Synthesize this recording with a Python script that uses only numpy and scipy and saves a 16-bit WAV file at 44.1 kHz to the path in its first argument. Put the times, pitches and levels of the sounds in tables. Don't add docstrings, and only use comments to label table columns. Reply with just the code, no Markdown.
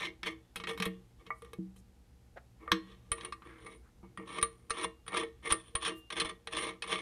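import sys
import numpy as np
from scipy import signal
from scipy.fft import rfft, irfft, next_fast_len
from scipy.io import wavfile
from scipy.ndimage import map_coordinates

SR = 44100
rng = np.random.default_rng(int(sys.argv[2]) if len(sys.argv) > 2 else 0)


def transcribe(signal):
    frames = np.atleast_2d(signal).T
    limited = np.clip(frames, -1, 1)
    pcm = np.round(limited * 32767).astype(np.int16)
    wavfile.write(sys.argv[1], SR, pcm)


def field_ratio(decibels):
    return 10 ** (np.asarray(decibels, dtype=float) / 20)


N = 309141
TIME = np.arange(N) / SR


def unit(x):
    return x / np.sqrt(np.mean(x ** 2) + 1e-20)


def along(points, hz):
    f, v = np.transpose(points)
    return np.interp(np.log(hz + 1), np.log(f + 1), v)


def coloured(x, spectrum):
    m = next_fast_len(x.shape[-1] + 8192)
    gain = field_ratio(along(spectrum, np.fft.rfftfreq(m, 1 / SR)))
    return irfft(rfft(x, m) * gain, m)[..., :x.shape[-1]]


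def within(x, low_hz, high_hz):
    band = signal.butter(2, [low_hz, high_hz], "bandpass", fs=SR, output="sos")
    return signal.sosfilt(band, x)


def wobble(rate):
    steps = np.arange(0, N + 64, 64)
    knots = rng.standard_normal(int(N * rate / SR) + 4)
    return np.interp(np.arange(N), steps, map_coordinates(knots, [steps * rate / SR]))


def grit(per_second, spread_db, smooth):
    hits = rng.random(N) < per_second / SR * field_ratio(3 * wobble(40))
    sizes = hits * field_ratio(spread_db * np.minimum(rng.exponential(size=N), 3))
    bursts = signal.lfilter([1], [1, -np.exp(-1 / (0.0015 * SR))], sizes)
    return unit((unit(bursts) + smooth) * rng.standard_normal(N))


def tones(table, rise):
    out, t = np.zeros(N + SR), np.arange(SR // 2) / SR
    for s, hz, db, t60 in table:
        tone = field_ratio(db - 60 * t / t60) * np.sin(2 * np.pi * hz * t)
        out[round(s * SR):][:len(t)] += tone * (1 - np.exp(-t / rise))
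    return out[:N]


# f/Hz, level/dB [per Hz]
AIR = [(12, -69), (20, -19), (43, -2), (65, 5.5), (86, -9.5), (120, -2.5), (147, -17), (243, -15),
       (630, -25.5), (725, -32.5), (789, -21.5), (933, -29.5), (12300, -40.5), (16300, -56.5)]
# f/Hz, level/dB [rms]
HUM = [(59.2, -79), (118.4, -71.5), (236.9, -79.5), (479.1, -84.5), (721.4, -89), (958.2, -96.5)]


def workshop():
    hum = np.zeros(N)
    for hz, db in HUM + [(180, -76)]:
        level = field_ratio(db + 4.5 + 1.1 * wobble(11))
        hum += level * np.sin(2 * np.pi * hz * TIME + 0.28 * wobble(6.6))
    air = unit(coloured(rng.standard_normal(N), AIR))
    return hum + field_ratio(-60.5 + 0.58 * wobble(1)) * air


# f/Hz, time to fall 60 dB t/s
ECHO = [(150, 0.36), (1500, 0.23), (9000, 0.15)]


def walls(x):
    hz, t, z = signal.stft(rng.standard_normal(SR // 2), SR, nperseg=256)
    fading = z * field_ratio(-60 * t / along(ECHO, hz)[:, None])
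    tail = signal.istft(fading, SR, nperseg=256)[1]
    later = np.pad(x, (300, 0))
    return signal.fftconvolve(later, tail / np.linalg.norm(tail))[:N]


# t/s, level/dB [peak]
PUSHES = [(0.248, -57), (0.559, -51.5), (0.861, -50), (1.587, -63), (2.715, -42), (3.116, -38.5),
          (4.427, -41), (4.706, -46), (5.517, -37), (5.75, -39.5), (6.249, -46.5)]


def pushes():
    out, t = np.zeros(N + SR), np.arange(SR // 4) / SR
    swing = np.sin(2 * np.pi * 55 * t) * field_ratio(-60 * t / 0.07)
    swing += 0.67 * np.sin(2 * np.pi * 105 * t) * field_ratio(-60 * t / 0.036)
    for s, db in PUSHES:
        out[round(s * SR):][:len(t)] += field_ratio(db + 6) * swing
    return out[:N]


BRUSH_S = [2.374, 2.377, 5.98, 1.79, 4.045, 3.53, 3.87, 4.429, 5.524, 2.668, 1.31]
# half length t/ms, centre f/Hz, level/dB
BRUSHES = [(9.37, 630, -46), (9.353, 1440, -48), (24, 11500, -64), (20, 8200, -72), (12.035, 870, -59.5),
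           (91, 1740, -59.5), (35, 1400, -69), (3, 13500, -46), (2.5, 13500, -52), (8, 900, -58),
           (14, 700, -60)]


def brushes():
    out, t = np.zeros(N), np.arange(-SR // 4, SR // 4)
    skin = grit(per_second=280, spread_db=1.5, smooth=2.8)
    for s, (half_ms, hz, db) in zip(BRUSH_S, BRUSHES):
        near = round(s * SR) + t
        swell = np.exp(-(1000 * t / SR / half_ms) ** 2)
        out[near] += field_ratio(db) * swell * unit(within(skin[near], hz / 1.43, hz * 1.23))
    return out


# t/s, f/Hz, level/dB [peak], time to fall 60 dB t/s
KNOCKS = [(.8, 190, -29.5, 0.12), (.865, 185, -35, 0.35), (1.587, 185, -30.5, 0.21),
          (1.587, 323, -36, 0.21743), (2.72, 324, -28.5, 0.29), (2.72, 185, -28.5, 0.2),
          (.69, 350, -47, 0.23), (2.72, 473, -30.5, 0.17), (4.03, 190, -47, 0.19), (4.8, 456, -48, .17),
          (4.03, 340, -48.5, .15), (1.425, 470, -45.5, 0.19), (1.532, 470, -46, .15),
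          (5.548, 456, -35, .13), (2.678, 470, -46, .12), (4.708, 456, -34, .15), (6.825, 456, -44, .12),
          (3.13, 460, -44, .2), (5.875, 456, -36, .1), (.75, 300, -46, .2), (4.395, 456, -42, .15),
          (5.19, 456, -36, .15), (6.48, 456, -46, .15), (6.89, 456, -41, .12), (4.845, 340, -42, .15),
          (1.305, 456, -45, .15), (1.6, 190, -45.5, 0.72), (2.73, 190, -44, 0.72), (.86, 324, -39.5, 0.28),
          (4.19, 324, -41, .15), (4.18, 190, -42, .2), (4.205, 456, -41.5, .17), (0.83, 456, -48, .2),
          (.683, 456, -35.5, 0.19), (.805, 456, -38, 0.24), (.86, 456, -36.5, .2), (4.43, 455, -35, 0.21),
          (5.52, 450, -36.5, .17)]


def knocks():
    return tones(KNOCKS, rise=0.0012)


# t/s, f/Hz, level/dB [peak], time to fall 60 dB t/s
SINGING = [(1.305, 2213, -32, 0.08), (1.305, 1970, -26.5, 0.036), (2.717, 4204, -52, 0.4),
           (2.718, 1893, -49, 0.51), (2.718, 1110, -21.5, 0.055), (2.678, 1180, -36, .1),
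           (5.753, 1180, -33, .1), (.823, 1180, -34, .07), (2.72, 5410, -50, .2), (1.305, 1180, -32, 0.1),
           (4.429, 1180, -35, 0.12), (4.429, 1893, -42, .2), (5.522, 1180, -28, 0.12),
           (5.753, 1100, -33, 0.15), (4.428, 4204, -59.5, .3), (5.17, 3900, -49, .3),
           (3.5, 1650, -55, 0.18), (4.85, 2799, -62, 0.66), (5.885, 2800, -49.5, 0.8208),
           (6.6, 7099, -64, .1), (.56, 1180, -40, .08), (.599, 1150, -38, .07), (.64, 1180, -44, .07),
           (.86, 2800, -58, .4), (3.12, 1893, -48, .2), (3.325, 1893, -52, .2), (6.3, 1893, -48, .15),
           (5.91, 1180, -44, .2), (1.532, 2213, -52, .12), (4.174, 2800, -62, .25)]


def singing():
    return tones(SINGING, rise=0.002)


RING = SR // 3


def ringing(modes):
    hz, t60, db = np.transpose(modes)[:, :, None]
    t = np.arange(RING) / SR
    return field_ratio(db - 60 * t / t60) * np.sin(2 * np.pi * hz * t)


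# t/s, level/dB [peak], sharpness level/dB, nut rattle level/dB, contact length t/ms
FIRST_TAPS = [(0.231, -32, 2, -17, 2.9), (0.261, -33, 0, -17, 4.5), (0.558, -36, 4.5, 1, 8.5),
              (0.599, -38, 0, -26, 7), (0.637, -32, -1.5, -25, 4.2), (0.671, -30.5, -0.5, -18, 4.623),
              (0.711, -33, -18, -27.5, 1.7), (0.775, -36.5, -3, -12, 9), (0.8, -31.5, 3, -9, 3),
              (0.822, -27, 3.5, -7, 7), (0.854, -29.5, -1, -3, 6.6), (1.265, -47, -1, -14.5, 6.8),
              (1.304, -24.5, -40, -36, 1.2), (1.42, -43.5, -7.5, -7, 2.7), (1.447, -48.5, -5, -4.5, 3.9),
              (1.532, -42.5, -2, -3, 3.7), (1.761, -62.5, 4, 6, 14)]
STARTING_TAPS = [(2.677, -28, -40, -34, 3), (2.717, -15, 1.5, -16.5, 2.6), (3.117, -25, -4, 8, 3.5),
                 (3.209, -40.5, 2.5, -18.5, 2.3), (3.248, -38, 3, 9, 1.6), (3.323, -30, -7, -18, 2.5),
                 (3.42, -43, -13, -30, 4.5), (3.664, -39, -6.5, -8.5, 3.8), (4.029, -56.5, -23, -31, 3.959),
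                 (4.174, -31, -12.5, -15, 1.6), (4.197, -37, -40, -28, 3.3)]
SPINNING_TAPS = [(4.413, -42, 3.5, 8, 1.694), (4.427, -20, -3, 7, 2.3), (4.697, -39, -6.5, 3.5, 2.1),
                 (4.705, -22.5, -2.5, -3.5, 2.2), (5.064, -43, -8.5, -21, 2.2),
                 (5.079, -33.5, -1.5, -0.5, 5.126), (5.504, -36, 8, 3, 6), (5.523, -20, -4.5, 12, 1.9),
                 (5.752, -23, -2.5, 2, 3.3), (5.821, -38.5, 2, -5, 5), (5.848, -38.5, 13, 1.5, 11),
                 (5.879, -25.5, -5.5, -2.5, 1.3), (6.103, -32, 0, -10, 4.7), (6.199, -36.5, 15, 11.5, 6.9),
                 (6.246, -32, -15, -4.5, 6.06), (6.472, -33.5, 3.5, -2.5, 2), (6.822, -36, 10, -1, 3.8)]
TAPS = np.array(FIRST_TAPS + STARTING_TAPS + SPINNING_TAPS)


def struck(modes, levels_db, scatter_db):
    out, t = np.zeros(N + SR), np.arange(2048) / SR
    strengths = field_ratio(scatter_db * rng.standard_normal((len(TAPS), len(modes))))
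    bursts = rng.standard_normal((len(TAPS), len(t))) * np.exp(-1000 * t / TAPS[:, 4:])
    rings = signal.fftconvolve(strengths @ ringing(modes), bursts, axes=1)
    rings *= 1 - np.exp(-np.arange(rings.shape[1]) / 20)
    for s, db, ring in zip(TAPS[:, 0], levels_db, rings):
        out[round(s * SR):][:len(ring)] += field_ratio(db) * ring / np.abs(ring).max()
    return out[:N]


# t/s, lift level/dB, time to fall 20 dB t/s
CATCHES = [(0.268, 4, .02), (0.690, 5, .02), (0.743, 3, .03), (4.228, 5, .02), (4.275, 5, .03),
           (4.326, 6, .02), (4.357, 5, .015), (4.375, 6, .02), (4.385, 6, .015), (4.766, 1, .03),
           (4.81, 4, .02), (4.83, 6, .025), (5.118, 3, .02), (5.127, 3, .02), (5.142, 6, .015),
           (5.157, 7, .025), (5.172, 5, .02), (5.195, 5, .02), (5.207, 5, .02), (5.226, 5, .03),
           (5.449, 6, .03), (5.459, 5, .03), (5.478, 4, .02), (5.538, 5, .015), (5.828, 6, .02),
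           (5.851, 6, .03), (5.864, 8, .03), (5.906, 5, .03), (6.121, 9, .015), (6.157, 6, .04),
           (6.18, 3, .02), (6.211, 8, .02), (6.248, 6, .015), (6.293, 6, .03), (6.525, 5, .03),
           (6.548, 4, .02), (6.567, 4, .03), (6.6, 3, .02), (6.642, 4, .02), (6.883, 4, .02),
           (6.905, 7, .02), (6.925, 3, .03), (6.95, 3, .02), (3.45, 6, .03), (3.495, 5, .03)]


def catches():
    gain, t = np.ones(N + SR), np.arange(SR // 8) / SR
    for s, db, fall_s in CATCHES:
        gain[round(s * SR):][:len(t)] += (field_ratio(db) - 1) * field_ratio(-20 * t / fall_s)
    return gain[:N]


# peak t/s, build-up t/s, level/dB [peak], time to fall 20 dB t/s, sharpness level/dB
FIRST_RUBS = [(0.004, 0.03, -37, 0.0748, -1), (0.05, 0.032, -40.5, 0.0451, 4),
              (0.279, 0.037, -37.5, 0.0231, 1.5), (0.692, 0.02, -38, 0.035, -0.5),
              (0.864, 0.048, -40, 0.0276, -4.5), (0.92, .02, -68, 0.14, 1.5), (1.199, 0.019, -61, 0.04, -8),
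              (1.26, .022, -65, 0.06, -10), (1.446, 0.015, -62.5, 0.08, -5), (2.625, 0.031, -57, 0.15, -17),
              (2.745, .012, -60, 0.16, -2), (2.84, .06, -68, 0.35, 6), (.315, .02, -50, .04, 2),
              (.73, .02, -52, .04, -2)]
SECOND_RUBS = [(3.185, .03, -51.5, 0.07, -3.5), (3.215, .008, -49.5, 0.06, -2.5),
               (3.253, 0.0064, -49, 0.07, -6), (3.452, 0.012, -59.5, 0.3, -9),
               (3.666, 0.012, -48, 0.05, -16), (3.63, .05, -56, .05, -6), (3.725, .05, -55, 0.045, -3),
               (4.04, .012, -65.5, .11, -22), (4.21, .035, -52, .07, -20), (4.385, 0.125, -40, 0.014, -6),
               (4.47, .012, -70.5, 0.34, -1.5), (4.845, 0.11, -35.5, 0.012, -4.5),
               (5.148, .05, -34.5, .03, -14), (5.168, .012, -31, .06, -1), (5.205, .02, -36, .045, -3),
               (5.232, .015, -39, .025, -8), (5.478, .05, -35.5, 0.01, -5.5),
               (5.522, 0.03, -27, 0.012, 1.5), (5.872, 0.065, -40, 0.045, 6), (5.905, .015, -45, .04, -8),
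               (6.123, 0.006, -45, 0.03, 3), (6.172, .02, -40, .05, 0), (6.212, .02, -38, .025, 1),
               (6.255, .012, -39, .06, -2), (6.295, .008, -46, .022, 3), (6.53, .02, -44, .05, 1),
               (6.575, 0.045, -39.5, 0.1, 0), (6.62, .035, -40, .09, -2), (6.69, .05, -44, .06, -3),
               (6.84, .012, -47, .025, -3), (6.92, .055, -37.5, 0.15, -2), (6.995, 0.04, -39, .06, -3.5)]
# level/dB [over a -42 dB rub], share of its swing, share of its sharpness,
# fall time factor, lag t/s, after-shiver level/dB
FOLLOW = [
    (1.4, 0.96, 0.099, 0.95, 0.0013, -34.5),
    (-3, 0.66, -0.076, 1.24, .008, -23.5),
    (-0.7, 1.025, 1, 0.77, 0.0009, -32),
    (-8.5, 1.05, 0.66, 0.7, 0.001, -37.5),
]
# t/s, half length t/s, level/dB
CHATTER = [(3.715, .085, -69), (4.352, 0.047, -60), (6.61, .028, -46), (5.19, .014, -44),
           (5.068, .006, -56), (4.835, .012, -44), (5.47, .012, -50), (.725, .025, -57), (.69, .012, -48),
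           (.59, .025, -56), (1.39, .04, -66)]
SECOND_NUT_S = 3.1


def strokes():
    peak_s, build_s, peak_db, fall_s, sharp_db = np.transpose(FIRST_RUBS + SECOND_RUBS)[:, :, None]
    t, forces = np.arange(0, N + 32, 32) / SR, []
    for over_db, swing, sharp, slower, lag_s, shiver_db in FOLLOW:
        after = t - peak_s - lag_s
        early, late = np.clip(-after, 0, None), np.clip(after, 0, None)
        rub_db = peak_db + 42 - 15.5 * (early / build_s) ** 1.16
        onset_db = -2500 * np.clip(-after - lag_s - build_s, 0, None)
        level_db = -42 + over_db + swing * rub_db + sharp * sharp_db + onset_db
        fall = field_ratio(-20 * (late / (slower * fall_s)) ** 1.17)
        fall += field_ratio(shiver_db - 20 * late / 0.25)
        force = np.linalg.norm(field_ratio(level_db) * fall, axis=0)
        forces.append(np.interp(TIME, t, force))
    low, bench, high, nut = forces
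    t = np.arange(SR // 2) / SR
    jolts = np.bincount(np.round(TAPS[:, 0] * SR).astype(int), field_ratio(TAPS[:, 1] + TAPS[:, 3]), N)
    nut = nut + np.abs(signal.fftconvolve(jolts, field_ratio(-45 - 20 * t / 0.16))[:N])
    for s, half_s, db in CHATTER:
        nut += field_ratio(db) * np.exp(-((TIME - s) / half_s) ** 2)
    nut *= field_ratio(-6.5 * (TIME < SECOND_NUT_S))
    return low, bench, high, nut


def rubbed(modes, force, scatter_db):
    grip = np.pi / 4 * (1 + np.tanh(wobble(5)))
    damped = ringing(modes) * field_ratio(-60 * np.arange(RING) / SR / 0.57)
    held = field_ratio(scatter_db * rng.standard_normal((2, len(modes)))) @ damped
    held /= np.linalg.norm(held, axis=1, keepdims=True)
    return signal.fftconvolve(force * [np.cos(grip), np.sin(grip)], held, axes=1)[:, :N].sum(0)


# f/Hz, level/dB
CLICK = [(59, -47), (100, -18.5), (267, -51), (464, 18), (726, -60), (1160, -5.5), (1600, 20), (3910, 5.5),
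         (7910, -41.5), (9180, -13), (16300, -88)]


def bare_contact(high_db, high, slips):
    clicks, t = np.zeros(N + SR), np.arange(2048) / SR
    fade = field_ratio(-11 - 60 * t / 0.058) * (1 - np.exp(-t / 0.00048))
    for s, db in zip(TAPS[:, 0], high_db):
        clicks[round(s * SR):][:len(t)] += field_ratio(db) * fade * rng.standard_normal(len(t))
    bare = clicks[:N] + field_ratio(-6) * high * slips
    return coloured(bare, CLICK) / np.std(coloured(slips, CLICK))


# t/s, shift level/dB
HOLD = [(0, 7), (0.45, 5), (0.62, 2), (0.8, 3), (0.95, -3), (1.6, 0), (2.6, -4), (3.0, -4), (3.6, -4),
        (3.66, 2), (4.4, -6), (4.8, -5), (5.2, 1), (5.48, 7), (5.51, -2), (5.6, -7), (6.5, 1), (7.0, -2)]


def holding_hand(x):
    hold_db = np.interp(TIME, *np.transpose(HOLD))
    freed = (field_ratio(hold_db) - 1) * within(x, 1750, 2350)
    damped = (field_ratio(-0.1 * hold_db) - 1) * within(x, 950, 1350)
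    return x + freed + damped


LOW_HZ = [641, 818, 1050, 1110, 1140, 1180, 1290, 1600, 1830, 1893, 2110, 2211, 2330]
# time to fall 60 dB t/s, level/dB
LOW = [(0.18, -9.5), (0.12, -13), (0.084, -10.5), (0.075, -4), (.06, -7.5), (0.076, 4.5), (0.021, 4.5),
       (0.073, -10), (0.11, -7), (0.12, -5), (0.086, -7), (0.09, -2.5), (0.013, -36.5)]
# f/Hz, time to fall 60 dB t/s, level/dB
BENCH = [(185.5, 0.18, 6.5), (230.19, 0.19, -9), (324, 0.5, -3.5), (358.6, 0.23, 0), (410, 0.24, -11.5),
         (455.58, 0.3, 7.5), (440.3, 0.2, 0)]
HIGH_HZ = [2572, 2799, 3132, 3316, 3476, 3790, 4072, 4204, 4360, 4670, 5025, 5160, 5410, 5560, 6165, 6310,
           7171, 7757]
# time to fall 60 dB t/s, level/dB
HIGH = [(0.059, -0.5), (0.17, -11.5), (0.03, 3), (0.036, 2), (0.027, -1), (0.023, 4.5), (.05, -3.5),
        (0.1, -19), (0.09, -13.5), (.08, -17), (0.037, -14), (.03, -11.5), (0.057, -22), (0.068, -14),
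        (0.064, -14), (0.067, -28), (.08, -29), (0.096, -23.5)]
# f/Hz, time to fall 60 dB t/s, level/dB
FIRST_NUT = [(8300, .012, -5), (9000, .012, -2), (9600, .02, -2), (10300, .012, 0), (11000, .01, -4),
             (11800, .015, -2)]
NUT_HZ = [8420, 8860, 8990, 9150, 9247, 9464, 10360, 11900]
# time to fall 60 dB t/s, level/dB
NUT = [(.05, -33), (0.042, -28.5), (.06, -24.5), (0.032, 8), (0.04, 9), (0.036, 2), (.03, -29), (0.09, -30)]


def parts():
    low, bench, high, nut = strokes()
    slips = grit(per_second=250, spread_db=3.5, smooth=0.9)
    slips *= field_ratio(0.8 * wobble(30) - 2.5) * catches()
    tap_s, low_db, sharp_db, rattle_db = TAPS[:, :4].T
    high_db, nut_db = low_db + sharp_db, low_db + rattle_db
    phase_db = np.repeat([-38.5, -43, -46.5], [len(FIRST_TAPS), len(STARTING_TAPS), len(SPINNING_TAPS)])
    bench_db = phase_db + 0.53 * (low_db + 35) - 0.9 * np.clip(np.abs(sharp_db), 0, 20)
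    later = TIME > SECOND_NUT_S
    first_db = nut_db - 200 * (tap_s > SECOND_NUT_S)
    second_db = nut_db - 200 * (tap_s <= SECOND_NUT_S)
    bodies = [(np.c_[LOW_HZ, LOW], low_db, low, (750, 3000)),
              (BENCH, bench_db, bench, (160, 500)),
              (np.c_[HIGH_HZ, HIGH], high_db, high, (2000, 8000)),
              (FIRST_NUT, first_db, nut * ~later, (6000, 13000)),
              (np.c_[NUT_HZ, NUT], second_db, nut * later, (8500, 10600))]
    total = knocks() + singing()
    for modes, tap_db, force, band in bodies:
        sound = struck(modes, tap_db, scatter_db=2) + rubbed(modes, force * slips, scatter_db=5)
        total += within(sound, *band)
    return holding_hand(total) + bare_contact(high_db, high, slips)


def scene():
    work = parts() + brushes()
    return (workshop() + pushes() + field_ratio(-16) * walls(work) + work)[None]


def band_limit(x):
    return signal.sosfilt(signal.butter(12, 16470, fs=SR, output="sos"), x)


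def record(dry):
    mix = coloured(dry, [(15500, -1), (16000, -6), (16600, -41.5)])
    return band_limit(mix)


dry = scene()
out = record(dry)
transcribe(out)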